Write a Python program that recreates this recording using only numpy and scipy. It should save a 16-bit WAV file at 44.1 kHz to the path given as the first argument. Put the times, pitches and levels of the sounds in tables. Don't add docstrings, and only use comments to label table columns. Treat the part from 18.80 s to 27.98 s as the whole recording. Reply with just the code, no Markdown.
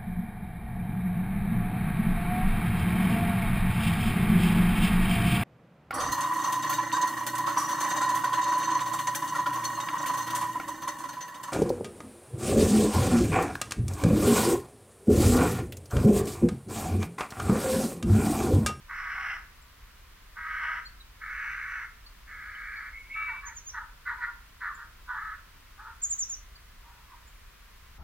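import sys
import numpy as np
from scipy import signal
from scipy.fft import rfft, irfft, next_fast_len
from scipy.io import wavfile
from scipy.ndimage import map_coordinates

SR = 44100
rng = np.random.default_rng(int(sys.argv[2]) if len(sys.argv) > 2 else 0)


def log_audio(samples):
    frames = np.atleast_2d(samples).T
    limited = np.clip(frames, -1, 1)
    pcm = np.round(limited * 32767).astype(np.int16)
    wavfile.write(sys.argv[1], SR, pcm)


N = 404838
TIME = np.arange(N) / SR


def undb(db):
    return 10 ** (np.asarray(db) / 20)


def unit(x):
    return x / np.sqrt(np.mean(x ** 2) + 1e-18)


def walk(rate, size):
    knots = rng.standard_normal(8192)
    return unit(map_coordinates(knots, [np.arange(size) * rate / SR], order=2, mode="wrap"))


def colour(x, shape, ratio=1):
    hz, db = np.transpose(shape)
    size = 2 * next_fast_len(len(x) // 2 + 2048)
    f = np.maximum(np.fft.rfftfreq(size, 1 / SR), 1)
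    shape_db = np.interp(np.log(f), np.log(hz * ratio), db)
    cepstrum = irfft(np.log(undb(shape_db)))
    response = np.exp(rfft(2 * cepstrum[:size // 2], size) - cepstrum[0])
    return unit(irfft(rfft(x, size) * response, size)[:len(x)])


def note_times(length):
    return np.arange(int(length * SR)) / SR


def fade(t, length, rise, fall):
    opening = np.clip(t / rise, 0, 1)
    closing = np.clip((length - t) / fall, 0, 1)
    return np.sin(np.pi / 2 * opening * closing) ** 2


def add(track, start, x):
    i = int(start * SR)
    track[i:i + len(x)] += x[:N - i]


def whistle(hz, waver):
    trembling_hz = hz * (1 + waver * walk(450, len(hz)))
    return unit(np.sin(2 * np.pi * np.cumsum(trembling_hz) / SR))


def air():
    # (frequency [Hz], relative level [dB])
    shared_shape = [(12, -26.5), (20, -3), (44, -1), (66, -7), (80, -12.5), (144, -22.5), (362, -32),
                    (404, -30), (439, -32), (834, -32.5), (1010, -24), (1230, -24.5), (1820, -25.5),
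                    (8170, -41.5), (15500, -39.5)]
    # (frequency [Hz], relative level [dB])
    difference_shape = [(12, -31), (20, -10), (80, 3), (133, -2.5), (166, -26), (191, 1), (252, -5),
                        (404, -4), (686, -8), (1010, -2.5), (1410, -2), (1540, -3.5), (4550, -6),
                        (8400, -14), (15500, -11.5)]
    shared_db, difference_db, whine_db = -52, -60.5, -82
    slow_drift = undb(0.19 * walk(3.535, N))
    mid = undb(shared_db) * colour(rng.standard_normal(N), shared_shape) * slow_drift
    side = undb(difference_db) * colour(rng.standard_normal(N), difference_shape)
    whine = undb(whine_db) * unit(np.sin(2 * np.pi * 14758 * TIME))
    return np.array([mid + side, mid - side]) + whine


def syrinx(hz, jitter, breath, rattle_db, rattle_hz):
    size = len(hz)
    unsteady = 1 + jitter * walk(700, size) + 0.017 * walk(22, size)
    phase = np.cumsum(hz * np.clip(unsteady, 0.3, 2)) / SR
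    cycle = phase.astype(int)
    strength = undb(1.9 * rng.standard_normal(2048))
    slaps = np.diff(cycle, prepend=0) * strength[cycle]
    hiss = rng.standard_normal(size) * np.exp(-(phase % 1))
    uneven_rattle_hz = rattle_hz * (1 + 0.143 * walk(58.8, size))
    rattle = np.sin(2 * np.pi * np.cumsum(uneven_rattle_hz) / SR)
    return (unit(slaps - slaps.mean()) + breath * unit(hiss)) * undb(rattle_db * rattle)


def rasps():
    # (start [s], length [s], time to full effort [s], level [dB], drop when slack [dB],
    #   pitch [Hz], pitch jitter [share], throat frequency [ratio], low resonance [dB], opening cough [dB],
    #   growl relative to low resonance [dB], high resonance [Hz], its level [dB],
    #   overtone [Hz], its level relative to high resonance [dB])
    rasp_calls = [(.076, 0.51, .44, -35, 2.5, 346.7, .15, 1.035, -11.5, -3, -8, 2820, -12.5, 5430, -11),
                  (1.549, 0.47, 0.3, -31.5, 8, 316.1, 0.056, 1.022, -15, -8, -15.5, 2890, -16.5, 5450, -14.5),
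                  (2.395, 0.68, 0.22, -35.5, 3.5, 409.5, .13, 1.076, -18, -34, -22, 2593, -14.5, 5900, -17),
                  (3.459, 0.65, 0.51, -39, 5.5, 414.6, .075, 1.087, -23.5, -28, -21, 2290, -25, 4280, -5)]
    # (frequency [Hz], relative level [dB])
    throat_shape = [(600, -51.5), (950, -30.5), (1220, 1.5), (1550, 6), (1850, 1.5), (2100, 3),
                    (2300, -12.5), (2550, -50), (3200, -29.5), (4300, -32.5), (7000, -53.5)]
    low_shape = [(420, -52), (600, -37.5), (820, -17), (970, -3.5), (1130, 0), (1400, -48)]
    growl_shape = [(420, -51), (520, -28), (620, -14.5), (720, 2), (820, 6), (1000, -42)]
    # (frequency [ratio to its own centre], relative level [dB])
    high_shape = [(.7, -37), (.88, 0.5), (1.0, -0.5), (1.08, -4.5), (1.19, -15.5), (1.5, -44)]
    overtone_shape = [(.75, -45), (.89, -16), (.95, -1), (1.04, 0), (1.1, -15), (1.3, -45)]
    end_effort = 0.38
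    throat_rise, high_rise = 0.038, 0.1
    low_open_db, high_open_db = 7.5, 0.5
    cough_s, high_lag_s = 0.033, 0.089
    out = np.zeros(N)
    for (start, length, crest_s, db, swell_db, hz, jitter, ratio, low_db, cough_db,
         growl_db, high_hz, high_db, over_hz, over_db) in rasp_calls:
        t = note_times(length)
        progress = t / length
        effort = np.interp(t, [0, min(crest_s, length), length], [0, 1, end_effort])
        slack = 1 - effort
        source = syrinx(np.full(len(t), hz), jitter, breath=0.45, rattle_db=2.2, rattle_hz=56)

        def flutter():
            return undb(1.66 * walk(23.7, len(t)))

        def strained(shape, top, rise):
            relaxed = colour(source, shape, top * (1 - rise))
            return slack * relaxed + effort * colour(source, shape, top)

        throat = strained(throat_shape, ratio, throat_rise)
        low_gain = undb(low_db - low_open_db * (1 - progress)) * flutter()
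        cough_gain = undb(cough_db) * np.exp(-t / cough_s)
        low = (low_gain + cough_gain) * colour(source, low_shape)
        growl = low_gain * undb(growl_db) * (0.46 + progress) * colour(source, growl_shape)
        late = 1 - np.exp(-t / high_lag_s)
        high_gain = undb(high_db - high_open_db * slack) * late * flutter()
        overtone = undb(over_db) * colour(source, overtone_shape, over_hz)
        high = strained(high_shape, high_hz, high_rise) + overtone
        voice = throat + low + growl + high_gain * high
        loudness = undb(db - swell_db * slack) * fade(t, length, rise=0.042, fall=0.031)
        add(out, start, voice * loudness)
    return out


def ticks():
    # (start [s], pitch [Hz], glide [share of pitch], level [dB])
    tick_notes = [(.81, 7500, 0.012, -61.5), (2.047, 7400, 0, -60), (2.049, 4280, 0.055, -44),
                  (2.197, 4080, -0.084, -50), (3.255, 4560, -0.02, -50), (3.742, 3050, .01, -52),
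                  (3.957, 4500, 0, -56), (5.94, 7530, -0.063, -52.5), (7.747, 4620, -0.01, -53),
                  (8.467, 7500, -0.071, -57.5)]
    length = 0.029
    pitch_bow, waver = 0.049, 0.02
    out = np.zeros(N)
    t = note_times(length)
    bow = pitch_bow * (np.sin(np.pi * t / length) - 1)
    for start, hz, glide, db in tick_notes:
        tone = whistle(hz * (1 + glide * t / length + bow), waver)
        add(out, start, undb(db) * tone * fade(t, length, length / 2, length / 2))
    return out


def mews():
    # (start [s], length [s], settled pitch [Hz], level [dB], hoarseness [dB])
    mew_notes = [(4.116, 0.11, 2232, -43, -20), (4.228, 0.054, 2280, -50, -15),
                 (4.289, 0.32, 2291, -37.5, -10.5)]
    # (frequency [Hz], relative level [dB])
    hoarse_shape = [(2200, -27), (2450, 4.5), (2750, 8.5), (2850, -12), (3050, -27), (3800, -6),
                    (4100, -29)]
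    scoop, settle_s = 0.0798, 0.035
    waver, start_waver = 0.014, 0.031
    crest, swell_db, sag_db = 0.26, 9, 8.5
    out = np.zeros(N)
    for start, length, hz, db, hoarse_db in mew_notes:
        t = note_times(length)
        unsettled = np.exp(-t / settle_s)
        tone = whistle(hz * (1 - scoop * unsettled), waver + start_waver * unsettled)
        flicker = undb(2.2 * walk(89, len(t)))
        hoarse = colour(rng.standard_normal(len(t)), hoarse_shape) * (1 - unsettled)
        voice = tone * flicker + undb(hoarse_db) * hoarse
        loudness_db = db + np.interp(t / length, [0, crest, 1], [-swell_db, 0, -sag_db])
        add(out, start, voice * undb(loudness_db) * fade(t, length, rise=0.014, fall=0.014))
    return out


def barks():
    # (start [s], length [s], first pitch [Hz], last pitch [Hz], level [dB],
    #   throat frequency [ratio], clear harmonic relative to the rough voice [dB])
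    bark_calls = [(4.34, 0.13, 433, 425, -39.5, 0.98, 0.5), (4.451, 0.091, 546, 414.4, -36.5, 1.1, -9.5),
                  (4.513, 0.078, 582, 471, -42, 0.82, -13), (4.61, 0.081, 574, 498, -42.5, 1, -12),
                  (4.647, .072, 533, 418.5, -44, 1.18, -5), (4.694, 0.0533, 537, 434, -44, 1.05, -13),
                  (4.927, 0.08, 504, 407.6, -33.5, .96, -12), (4.99, .07, 543, 414, -42.5, 0.83, -11),
                  (5.246, .085, 483, 477.4, -32, 1.03, -1), (5.28, 0.073, 534, 414.5, -33.5, 0.94, -11.5),
                  (5.347, 0.11, 516, 461, -49.5, 1.1, 2.5), (5.397, 0.077, 488, 475.6, -30.5, 1.044, -2.5),
                  (5.448, 0.073, 543, 447, -41, 0.82, -23), (5.798, .11, 521, 415, -32.5, 0.99, -24),
                  (5.862, 0.079, 625, 508, -39.5, .9, -4), (5.96, 0.094, 477, 443, -42.5, 0.92, -29),
                  (6.27, 0.13, 518, 403.5, -33.5, 0.9, -15), (6.347, 0.221, 426.4, 436.5, -37.5, .98, -2.5),
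                  (6.97, 0.077, 381.5, 475, -45.5, .87, -8.5), (7.03, 0.099, 449, 468, -42.5, 0.85, -21),
                  (8.025, 0.32, 456.6, 538.6, -58.5, 0.69, -3), (8.301, 0.058, 612, 420, -52.5, 0.75, 6)]
    # (frequency [Hz], relative level [dB])
    throat_shape = [(500, -50.5), (740, -26), (900, -18.5), (1100, -3), (1300, 1), (1480, 1), (1750, 3.5),
                    (2050, -5), (2350, -22), (2700, -37), (3300, -35.5), (4100, -28.5), (5000, -44),
                    (7000, -57)]
    jitter, waver = 0.072, 0.016
    held_glide = 0.07
    sag_db_per_s = 22.5
    out = np.zeros(N)
    for start, length, first_hz, last_hz, db, ratio, clear_db in bark_calls:
        t = note_times(length)
        hz = np.linspace(first_hz, last_hz, len(t))
        source = syrinx(hz, jitter, breath=0.45, rattle_db=2.0, rattle_hz=110)
        held = abs(last_hz / first_hz - 1) < held_glide
        harmonic = 3 if held else 2
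        clear = undb(clear_db) * whistle(harmonic * hz, waver)
        voice = colour(source, throat_shape, ratio) + clear
        loudness = undb(db - sag_db_per_s * t) * fade(t, length, rise=0.038, fall=0.03)
        add(out, start, voice * loudness)
    return out


def chirps():
    # (start [s], length [s], top pitch [Hz], last pitch [Hz], level [dB],
    #   time of the loudest moment after the start [s])
    chirp_notes = [(4.65, 0.044, 6940, 5930, -39, 0.022), (4.745, 0.049, 7400, 5600, -38.5, 0.028),
                   (4.844, 0.068, 7170, 5400, -37.5, 0.036), (7.216, 0.045, 7640, 6230, -23, 0.023),
                   (7.291, .053, 7600, 6020, -24.5, 0.022), (7.38, 0.062, 7320, 5520, -25.5, 0.015),
                   (7.483, 0.068, 7220, 5510, -31, 0.018)]
    flick, top_s = 0.21, 0.00995
    tremble, octave_db = 0.0095, -32
    swell_db, tail_db, drop_s = 25, -5, 0.0031
    out = np.zeros(N)
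    for start, length, top_hz, last_hz, db, crest_s in chirp_notes:
        t = note_times(length)
        hz = np.interp(t, [0, top_s, length], [top_hz * (1 - flick), top_hz, last_hz])
        trembling_hz = hz * (1 + tremble * walk(589, len(t)))
        phase = 2 * np.pi * np.cumsum(trembling_hz) / SR
        tone = unit(np.sin(phase) + undb(octave_db) * np.sin(2 * phase))
        loudness_db = db + np.interp(t, [0, crest_s, crest_s + drop_s], [-swell_db, 0, tail_db])
        add(out, start, tone * undb(loudness_db) * fade(t, length, rise=0.0015, fall=0.008))
    return out


def wood(x, lag_ms, pan_db, near_db, near_t60, far_db, far_t60):
    t = TIME[:SR]
    trunks = rng.standard_normal(SR) * (rng.random(SR) < 0.03) * (t > 0.002)
    near = trunks * undb(-60 * t / near_t60)
    near *= undb(near_db) / np.linalg.norm(near)
    near[0] = 1
    far = rng.standard_normal((3, SR)) * undb(-60 * t / far_t60) * np.clip(t / 0.0097, 0, 1)
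    far = far[:2] + 0.74 * far[2]
    far *= undb(far_db) / np.linalg.norm(far[0])
    pair = np.array([signal.fftconvolve(x, near + side)[:N] for side in far])
    size = next_fast_len(N)
    khz = np.fft.rfftfreq(size, 1000 / SR)
    delay = np.exp(-2j * np.pi * khz * lag_ms)
    pair[0] = irfft(rfft(pair[0], size) * delay, size)[:N]
    balance = undb(np.array([[pan_db], [-pan_db]]) / 2)
    return pair * balance / np.sqrt(1 + undb(near_db) ** 2)


def scene():
    screecher = wood(rasps() + mews() + barks(), lag_ms=0.04, pan_db=-0.5,
                     near_db=-3.5, near_t60=0.26, far_db=-8.0, far_t60=0.52)
    small_birds = wood(ticks() + chirps(), lag_ms=0.096, pan_db=-1.2,
                       near_db=-8, near_t60=0.08, far_db=-8, far_t60=0.28)
    return air() + screecher + small_birds


def record(dry):
    low_pass = signal.ellip(10, 0.1, 70, 15800, fs=SR, output="sos")
    return signal.sosfilt(low_pass, dry)


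dry = scene()
out = record(dry)
log_audio(out)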